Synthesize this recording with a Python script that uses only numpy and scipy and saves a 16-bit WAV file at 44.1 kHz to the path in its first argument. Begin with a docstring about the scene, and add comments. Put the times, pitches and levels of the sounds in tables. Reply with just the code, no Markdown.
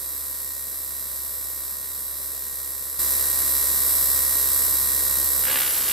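"""From the start a hand-held brushed motor spins a paper strip at a steady 67 turns/s, beside a humming bench supply.
The rotor hums, the strip stirs the air; brushes scrape one track every turn and make the steel can sizzle.
At 3 s the whole sound steps up abruptly; the rotor gains a shade of speed and the buzz dips briefly.
At 5.4 s pliers touch the strip: it puffs air, slaps them once a turn, flutters and drones, and slows the rotor."""
import sys
import numpy as np
from scipy import signal
from scipy.fft import rfft, irfft
from scipy.io import wavfile

SR = 44100
rng = np.random.default_rng(int(sys.argv[2]) if len(sys.argv) > 2 else 0)


def dump_mix(stems):
    """Bounce the given channels to the path in sys.argv[1] as a 16-bit WAV at rate SR."""
    frames = np.atleast_2d(stems).T  # one column per channel
    limited = np.clip(frames, -1, 1)  # hard clip at full scale
    pcm = np.round(limited * 32767).astype(np.int16)
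    wavfile.write(sys.argv[1], SR, pcm)


N = 261072
TIME_S = np.arange(N) / SR

# Stereo image: (frequency [Hz], left-right likeness [-1..1])
LIKENESS = [(60, .1), (300, .15), (380, .05), (520, .65), (830, .65), (1080, .97), (1500, 1), (5400, 1),
            (6100, .3), (6800, .6), (9500, .35), (11200, .8), (15000, .8)]
# Stereo image: (frequency [Hz], phase by which the left leads [rad])
LEFT_LEAD = [(5600, 0), (6120, -1.5), (6630, 0), (7400, 0), (7840, -.9), (8270, -1), (8550, .6), (8900, .8),
             (9400, 2.8), (10200, 3), (10600, 1.9), (11500, 2.1), (11900, 1.3), (12700, .9), (13400, 2.8),
             (15200, 3.1)]
# Air stirred by the strip: (frequency [Hz], density [dB per Hz], left minus right [dB])
AIR_SPECTRUM = [(25, -78, -1.0), (50, -73.5, -2), (100, -74, 1), (177, -74.5, -3), (222, -76.5, -1.0),
                (300, -70, -1), (393, -73.5, -2), (520, -69, -4), (652, -75, -4.5), (790, -82.5, -12),
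                (1370, -100, -0.5)]
# Bench supply's mains hum and fan: (frequency [Hz], level [dB], left minus right [dB])
SUPPLY_TONES = [(99.8, -63, 2), (184.6, -59, 0)]
# Where the brushes bite within a turn: (angle [turns], width [turns], bump over the smooth track [dB])
CONTACTS = [(.06, 0.024, -0.5), (.17, 0.012, -2), (.3, .022, -4.5), (.36, .018, -4.5), (0.534, .022, -0.5),
            (0.596, 0.023, -8), (.69, 0.016, -10), (.87, 0.032, -11)]
# Multiples of rotor speed that stand out, before gains: (multiple, level [dB], left minus right [dB])
STRONG_ORDERS = [(2, -60.0, -10.0), (5, -54.0, 7.0), (6, -58, 4), (10, -55, 1), (11, -60, -14),
                 (15, -49, 0), (16, -52, 0), (17, -51, 0), (18, -57, 0), (21, -57, 0), (24, -59, 0),
                 (27, -61, 0), (28, -46.5, 0), (29, -57, 0), (32, -61, 0), (33, -61, 0), (37, -65, 0),
                 (41, -65, 0), (51, -56, 0), (52, -57, 0), (56, -54, 0), (57, -52, 0), (58, -49, 0),
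                 (59, -50, 0), (60, -52, 0), (63, -51, 0), (66, -53, 0), (71, -52, 0), (72, -53, 0),
                 (73, -51, 0), (74, -48, 0), (77, -52, 0), (79, -53, 0), (81, -49, 0), (86, -53, 0),
                 (89, -53, 0), (91, -48, -8), (95, -56, 6), (101, -52, 1), (112, -48, -5), (114, -48, -4),
                 (117, -42, -12), (118, -38, -9), (120, -40, -4), (121, -41, -14), (126, -39, -6),
                 (131, -40, 0), (149, -49, 0), (157, -41, 0), (161, -38, 8), (163, -40, 3), (167, -37, 1),
                 (176, -38, 1), (177, -38, -2), (184, -32, -4), (187, -35, -4), (193, -35, -3),
                 (194, -33, -8)]
# All other multiples, before scatter and gains: (frequency [Hz], level [dB], left minus right [dB])
BUZZ_SPECTRUM = [(200, -64.0, 3.0), (850, -66.0, 1.0), (1250, -62.5, 0.0), (2150, -66.0, 0.0),
                 (2400, -73.0, 0.0), (2850, -71.5, 0.0), (3150, -79.0, 0.0), (3800, -58.5, 0.0),
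                 (5200, -56.5, 0.0), (6400, -61.5, 0.0), (8200, -48.0, -4.0), (10000, -54.0, -1.0),
                 (11100, -42.0, 4.0), (11500, -47.0, 1.0), (12000, -41.0, -2.0), (12700, -39.0, -6.0),
                 (14200, -58.0, -1.0), (15500, -56.0, 4.0)]
# Brush friction through the can, before gains: (frequency [Hz], density [dB per Hz], left minus right [dB])
HISS_SPECTRUM = [(800, -75.5, -7.5), (1630, -76, 0), (2090, -79, 0), (2400, -83, 0), (3160, -84, 0),
                 (3800, -75.5, 1.5), (5200, -74, -1), (6280, -74, -5.5), (8730, -67, 2), (9240, -71.5, -8),
                 (10100, -66.5, -3), (10900, -58.5, 3), (11700, -66, 2), (12770, -58, -2),
                 (13700, -67.5, -6), (15500, -69, -2)]
# Modes of the can, rung by sparks: (frequency [Hz], t60 [s], relative level [dB], left minus right [dB])
CAN_MODES = [(3890, .013, -4.5, -3), (8160, 0.0028, -9, -4), (10900, 0.0084, 3, 5), (12200, .005, -8, -9),
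             (12600, .006, -2, -6)]
# How hard the brushes rub: (time [s], gain [dB])
RUB_GAIN = [(0, -1.5), (1.9, -1.35), (2.9, -1), (3.5, -0.4), (4.6, -0.5), (5.55, -2), (5.69, -3.5),
            (5.92, -2)]
# Runs of slaps, one a turn: (first slap [s], end of run [s], rate [slaps per s])
SLAP_RUNS = [(5.4238, 5.58, 66.95), (5.5882, 5.716, 66.2), (5.7327, 5.919, 66.8)]
# How hard the strip meets the pliers, before scatter: (time [s], level [dB])
SLAP_FORCE = [(5.425, -35), (5.439, -28), (5.454, -22.5), (5.469, -29), (5.483, -20.5), (5.56, -20.5),
              (5.625, -19), (5.66, -22), (5.7, -25.5), (5.73, -24.5), (5.81, -25), (5.853, -26.5),
              (5.868, -23.5), (5.898, -22), (5.913, -17.5)]
# Strip springs back and hits the pliers a second time: (time [s], level [dB])
REBOUNDS = [(5.4718, -23), (5.5021, -23), (5.7175, -27)]
# Resonance of the strip's free end, higher as the pliers shorten it: (time [s], frequency [Hz])
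SLAP_PITCH = [(5.44, 1496), (5.52, 1705), (5.62, 1970), (5.68, 2803), (5.84, 3210), (5.92, 2620)]
# Strip's drone under load, before its gain: (multiple of rotor speed, level [dB])
DRONE_ORDERS = [(5, -56), (6, -55), (7, -51), (10, -55), (12, -55), (13, -55), (15, -51), (16, -53),
                (17, -54), (19, -51), (23, -51)]

CUTOFF_HZ = 15720
# everything is softer until the step
STEP_S, STEP_DB = 2.991, -9
# pliers arrive; load comes on
TOUCH_S, LOAD_RISE_S = 5.43, 0.14
# rotor: speed, gain after the step and its time constant, loss under load and its duration
TURNS_PER_S = 67.28
SPEED_GAIN_TURNS_PER_S, SPEED_GAIN_S = .085, .35
SPEED_LOSS_TURNS_PER_S, SPEED_LOSS_S = .92, .31
# unsteady hand: rate, sway of hum and of brushes
SWAY_HZ, SWAY_HUM_DB, SWAY_RUB_DB = 1.9, 0.5, 0.19
HUM_DB, LOAD_HUM_DB, HUM_BEFORE_DB = -36.3, -6.5, 1.7
AIR_BEFORE_DB, AIR_AFTER_DB, LOAD_AIR_DB = 1, -.5, -0.5
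# puff as the strip first folds against the pliers: gain and time to peak
PUFF_DB, PUFF_S = 4, .06
# brushes: free-running gains, and what full load adds
BUZZ_DB, HISS_DB, LOAD_BUZZ_DB, LOAD_HISS_DB = 0.96, -0.07, -2, 4
# buzz dip after the step: depth and time to the lowest point
BUZZ_DIP_DB, BUZZ_DIP_S = -1.0, .28
# gain of neighbouring commutator tracks relative to the main one
WANDER_FREE, WANDER_LOADED = 0.32, 1.33
# lopsided strip presses the brushes harder once a turn
THROB_DB, THROB_ANGLE_TURNS = .5, .17
# paper bends differently each time
SLAP_SCATTER_DB, SLAP_JITTER_S = 1.2, .00004
# swing of the paper and sharp crack, relative to the slap
SNAP_DB, CRACK_DB = 7, 5
# power share of the flutter that is the same after every slap
FLUTTER_REPEATS = .6
ECHO_S, ECHO_DB = .0035, -10
DRONE_DB = -5.5


def from_db(db):
    """Decibels to gain."""
    return 10 ** (np.asarray(db) / 20)


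def rms_one(x):
    """Scale to unit rms."""
    return x / np.sqrt(np.mean(x ** 2) + 1e-20)


def in_time(rows):
    """Columns of a curve, sample by sample."""
    time_s, *columns = np.transpose(rows)
    return np.array([np.interp(TIME_S, time_s, column) for column in columns])


def at_hz(rows, hz):
    """Columns of a spectrum, read on a log-frequency axis."""
    points_hz, *columns = np.transpose(rows)
    log_hz = np.log(hz + 1e-9)
    return np.array([np.interp(log_hz, np.log(points_hz), column) for column in columns])


def drift(rate_hz):
    """Low-passed noise with unit rms: smooth chance."""
    hz = np.fft.rfftfreq(N, 1 / SR)
    spectrum = rfft(rng.standard_normal(N)) / (1 + (hz / rate_hz) ** 4)
    return rms_one(irfft(spectrum, N))


def swell(start_s, peak_s):
    """Rises from 0 at the start to 1 after peak_s, then dies away."""
    age = np.maximum(TIME_S - start_s, 0) / peak_s
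    return (age * np.exp(1 - age)) ** 2


def panned(db, pan_db):
    """Left and right gains with rms level db."""
    sides = from_db(np.multiply.outer([.5, -.5], np.atleast_1d(pan_db)))
    return from_db(db) * sides / np.sqrt(np.mean(sides ** 2, axis=0))


def two_sides(mid, side, hz):
    """Two unrelated spectra become a partly alike left and right."""
    alike = np.clip(at_hz(LIKENESS, hz), -1, 1)
    sign = np.array([[1], [-1]])
    pair = np.sqrt((1 + alike) / 2) * mid + np.sqrt((1 - alike) / 2) * side * sign
    return pair * np.exp(.5j * sign * at_hz(LEFT_LEAD, hz))


def stereo_noise(spectrum, gate, low_hz):
    """Gated noise coloured by a spectrum in dB per Hz, with a steep low edge."""
    hz = np.fft.rfftfreq(N, 1 / SR)
    mid, side = rfft(rng.standard_normal((2, N)) * gate)
    low_edge = hz ** 4 / (hz ** 4 + low_hz ** 4)
    colour = low_edge * panned(*at_hz(spectrum, hz))
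    return irfft(two_sides(mid, side, hz) * colour, N) * np.sqrt(SR / 2)


def rotor_turns(wander):
    """Rotor angle in turns: steady, a shade faster after the step, sagging and faltering under load."""
    gained = SPEED_GAIN_TURNS_PER_S * (1 - np.exp(-np.maximum(TIME_S - STEP_S, 0) / SPEED_GAIN_S))
    lost = SPEED_LOSS_TURNS_PER_S * np.clip((TIME_S - TOUCH_S) / SPEED_LOSS_S, 0, 1)
    falter = 0.019 * wander ** 2 * drift(15.0)
    return np.cumsum(TURNS_PER_S + gained - lost + falter) / SR


def rotor_hum(swing, sway, load, before_step):
    """The strip's once-a-turn pressure wave, a sine reaching mainly the left side."""
    level_db = HUM_DB + LOAD_HUM_DB * load + HUM_BEFORE_DB * before_step + SWAY_HUM_DB * sway
    return from_db(level_db) * panned(db=-3.5, pan_db=23.0) * swing


def stirred_air(swing, load, before_step):
    """Turbulence off the strip: low noise pulsing once a turn, with a puff at first touch."""
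    level_db = np.where(before_step, AIR_BEFORE_DB, AIR_AFTER_DB) + LOAD_AIR_DB * load
    level_db = level_db + PUFF_DB * swell(TOUCH_S, PUFF_S)
    return from_db(level_db) * stereo_noise(AIR_SPECTRUM, 1 + 0.12 * swing, low_hz=15)


def supply_tones():
    """The bench supply's mains hum and fan as steady sines."""
    return sum(panned(db, pan_db) * np.sqrt(2) * np.sin(2 * np.pi * hz * TIME_S)
               for hz, db, pan_db in SUPPLY_TONES)


def brush_force(angle_turns):
    """Friction over one turn: a smooth track with a bump at each contact."""
    force = 1
    for centre, width, db in CONTACTS:
        away = (angle_turns - centre + .5) % 1 - .5
        force = force + from_db(db) * np.exp(-.5 * (away / width) ** 2)
    return rms_one(force)


def one_turn(scatter_db, low_hz, size=8192, count=233):
    """The commutator's roughness over one turn, coloured by the can: a stereo cycle."""
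    hz = np.arange(1, count + 1) * TURNS_PER_S
    track = rng.standard_normal((2, size)) * brush_force(np.arange(size) / size)
    lines = two_sides(*rfft(track)[:, 1:count + 1], hz)
    db, pan_db = at_hz(BUZZ_SPECTRUM, hz)
    db = db + scatter_db * rng.standard_normal(count)
    multiple, strong_db, strong_pan_db = np.transpose(STRONG_ORDERS)
    strong = multiple.astype(int) - 1
    db[strong], pan_db[strong] = strong_db, strong_pan_db
    # keep the phases, impose the levels
    lines = lines / np.abs(lines) * panned(db, pan_db) * hz / (hz + low_hz)
    return irfft(np.pad(lines, ((0, 0), (1, 0))), size) * size / np.sqrt(2)


def play(cycle, turns):
    """Read a cycle round and round at the rotor's angle."""
    angles = np.arange(cycle.shape[1]) / cycle.shape[1]
    return np.array([np.interp(turns % 1, angles, side) for side in cycle])


def brush_buzz(turns, wander, count=3):
    """One track is scraped each turn; as the brushes shift, neighbouring tracks fade in and out."""
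    main = play(one_turn(scatter_db=3.2, low_hz=0), turns)
    others = sum(drift(3.5) * play(one_turn(scatter_db=1.0, low_hz=1500), turns) for _ in range(count))
    return (main + wander * others / np.sqrt(count)) / np.sqrt(1 + wander ** 2)


def brush_hiss(turns, flicker_db):
    """The part of the friction that never repeats, pulsing with the contacts."""
    gate = rms_one(brush_force(turns) * from_db(flicker_db * drift(100)))
    return stereo_noise(HISS_SPECTRUM, gate, low_hz=670)


def sparks(turns, spread_db, level_db):
    """Each contact breaks with a tiny spark of chance strength that rings the can's modes."""
    clicks, out = np.zeros(N), 0
    whole_turns = np.arange(int(turns[-1]) - 1)
    for centre, width, db in CONTACTS:
        slip, strength = rng.standard_normal((len(whole_turns), 2)).T
        at = np.searchsorted(turns, whole_turns + centre + .5 * width * slip)
        spark_db = level_db + db + spread_db * np.minimum(strength, 2)
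        clicks[np.minimum(at, N - 1)] = from_db(spark_db)
    for hz, t60_s, db, pan_db in CAN_MODES:
        radius = from_db(-60 / (t60_s * SR))
        step_rad = 2 * np.pi * hz / SR
        poles = [1, -2 * radius * np.cos(step_rad), radius * radius]
        ring = signal.lfilter([.5, 0, -.5], poles, clicks + 1e-18)
        out = out + panned(db, pan_db) * ring
    return out


def brushes(turns, wander, sway, load):
    """Buzz, hiss and sparks share the brush pressure, which throbs once a turn and sways with the hand."""
    buzz_db = BUZZ_DB + LOAD_BUZZ_DB * load + BUZZ_DIP_DB * swell(STEP_S, BUZZ_DIP_S)
    buzz = from_db(buzz_db) * brush_buzz(turns, wander)
    hiss = from_db(HISS_DB + LOAD_HISS_DB * load) * brush_hiss(turns, flicker_db=1.0)
    sizzle = sparks(turns, spread_db=7.0, level_db=-41.5)
    throb_db = THROB_DB * np.cos(2 * np.pi * (turns - THROB_ANGLE_TURNS))
    rub_db = in_time(RUB_GAIN) + SWAY_RUB_DB * sway + throb_db
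    return from_db(rub_db) * (buzz + hiss + sizzle)


def slap_events():
    """One strike a turn, as hard as the pliers are held in the way, plus rebounds: (s, dB) per slap."""
    times = np.concatenate([np.arange(first, end, 1 / rate) for first, end, rate in SLAP_RUNS])
    late, harder = rng.standard_normal((len(times), 2)).T
    levels = np.interp(times, *np.transpose(SLAP_FORCE)) + SLAP_SCATTER_DB * harder
    return sorted([*zip(times + SLAP_JITTER_S * late, levels), *map(tuple, REBOUNDS)])


def die_away(hits, t60_s):
    """Exponential decay from every hit."""
    return signal.lfilter([1], [1, -from_db(-60 / (t60_s * SR))], hits + 1e-18)


def band_noise(noise, low_hz, high_hz):
    """Band-passed noise of unit rms."""
    band = signal.butter(2, [low_hz, high_hz], "band", fs=SR, output="sos")
    return rms_one(signal.sosfilt(band, noise))


def slaps(crack_hz, flutter_db, ring_db, ring_width_hz, flutter_t60_s, crinkle_db, low_hz, high_hz):
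    """A sharp crack and one short swing of the paper, then a flutter that partly repeats from slap to slap."""
    pitch_hz, = in_time(SLAP_PITCH)
    snap, hits, age = np.zeros(N), np.zeros(N), np.arange(N)
    for s, db in slap_events():
        at = min(round(s * SR), N - 1)
        near = slice(at - SR // 500, at + SR // 500)
        for hz, part_db in (pitch_hz[at], SNAP_DB), (crack_hz, CRACK_DB):
            swing_rad = 2 * np.pi * hz * (TIME_S[near] - s)
            snap[near] -= from_db(db + part_db) * swing_rad * np.exp(-swing_rad ** 2 / 2)
        hits[at] = from_db(db)
        age[at:] = np.arange(N - at)  # samples since the last slap
    same, fresh = np.sqrt([FLUTTER_REPEATS, 1 - FLUTTER_REPEATS])

    rough_noise = rng.standard_normal(N) * from_db(crinkle_db * drift(600))
    crinkles = band_noise(rough_noise, low_hz, high_hz)
    crinkles = same * crinkles[age] + fresh * crinkles

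    phase = 2 * np.pi * np.cumsum(pitch_hz) / SR
    fresh_ring = drift(ring_width_hz) * np.cos(phase) + drift(ring_width_hz) * np.sin(phase)
    same_ring = drift(ring_width_hz)[age] * np.sqrt(2) * np.sin(2 * np.pi * pitch_hz * age / SR)
    # a shorter free end rings less
    ring = (same * same_ring + fresh * fresh_ring) * pitch_hz[0] / pitch_hz

    flutter = from_db(flutter_db) * crinkles + from_db(ring_db) * ring
    return snap + die_away(hits, flutter_t60_s) * flutter


def bench_echo(x):
    """The bench throws the sound back a moment later."""
    return x + from_db(ECHO_DB) * np.interp(TIME_S - ECHO_S, TIME_S, x)


def slap_air(level_db, t60_s, low_hz, high_hz):
    """Each slap shoves a dull gust of air, different at the two sides."""
    hits = np.zeros(N)
    for s, db in slap_events():
        hits[min(round(s * SR), N - 1)] = from_db(db + level_db)
    return die_away(hits, t60_s) * band_noise(rng.standard_normal((2, N)), low_hz, high_hz)


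def strip_drone(turns, waver_hz, waver_db):
    """Held back every turn, the strip drones on low rotor multiples that swell and fade as it bends."""
    drone = 0
    for multiple, db in DRONE_ORDERS:
        tone = np.sqrt(2) * np.sin(2 * np.pi * (multiple * turns + rng.random()))
        drone = drone + from_db(db + waver_db * drift(waver_hz)) * tone
    return drone


def scene():
    """Hum, air and brush noise follow one rotor and the load the pliers put on it."""
    load = np.clip((TIME_S - TOUCH_S) / LOAD_RISE_S, 0, 1)
    wander = WANDER_FREE + (WANDER_LOADED - WANDER_FREE) * load
    turns = rotor_turns(wander)
    swing = np.sin(2 * np.pi * turns)
    sway = drift(SWAY_HZ)
    before_step = TIME_S < STEP_S

    motor = rotor_hum(swing, sway, load, before_step) + stirred_air(swing, load, before_step)
    motor = motor + supply_tones() + brushes(turns, wander, sway, load)
    paper = slaps(crack_hz=5200, flutter_db=-15.0, ring_db=-20.0, ring_width_hz=380,
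                  flutter_t60_s=0.097, crinkle_db=2.0, low_hz=1160, high_hz=4600)
    gusts = slap_air(level_db=-22, t60_s=.06, low_hz=310, high_hz=1000)
    drone = load * from_db(DRONE_DB) * strip_drone(turns, waver_hz=7.9, waver_db=2.5)
    return from_db(STEP_DB * before_step) * motor + bench_echo(paper) + gusts + drone


def record(dry):
    """Cut the top steeply with a linear-phase low-pass."""
    low_pass = signal.firwin(801, CUTOFF_HZ, window=("kaiser", 9), fs=SR)
    return signal.fftconvolve(dry, low_pass[None], "same")


dry = scene()
out = record(dry)
dump_mix(out)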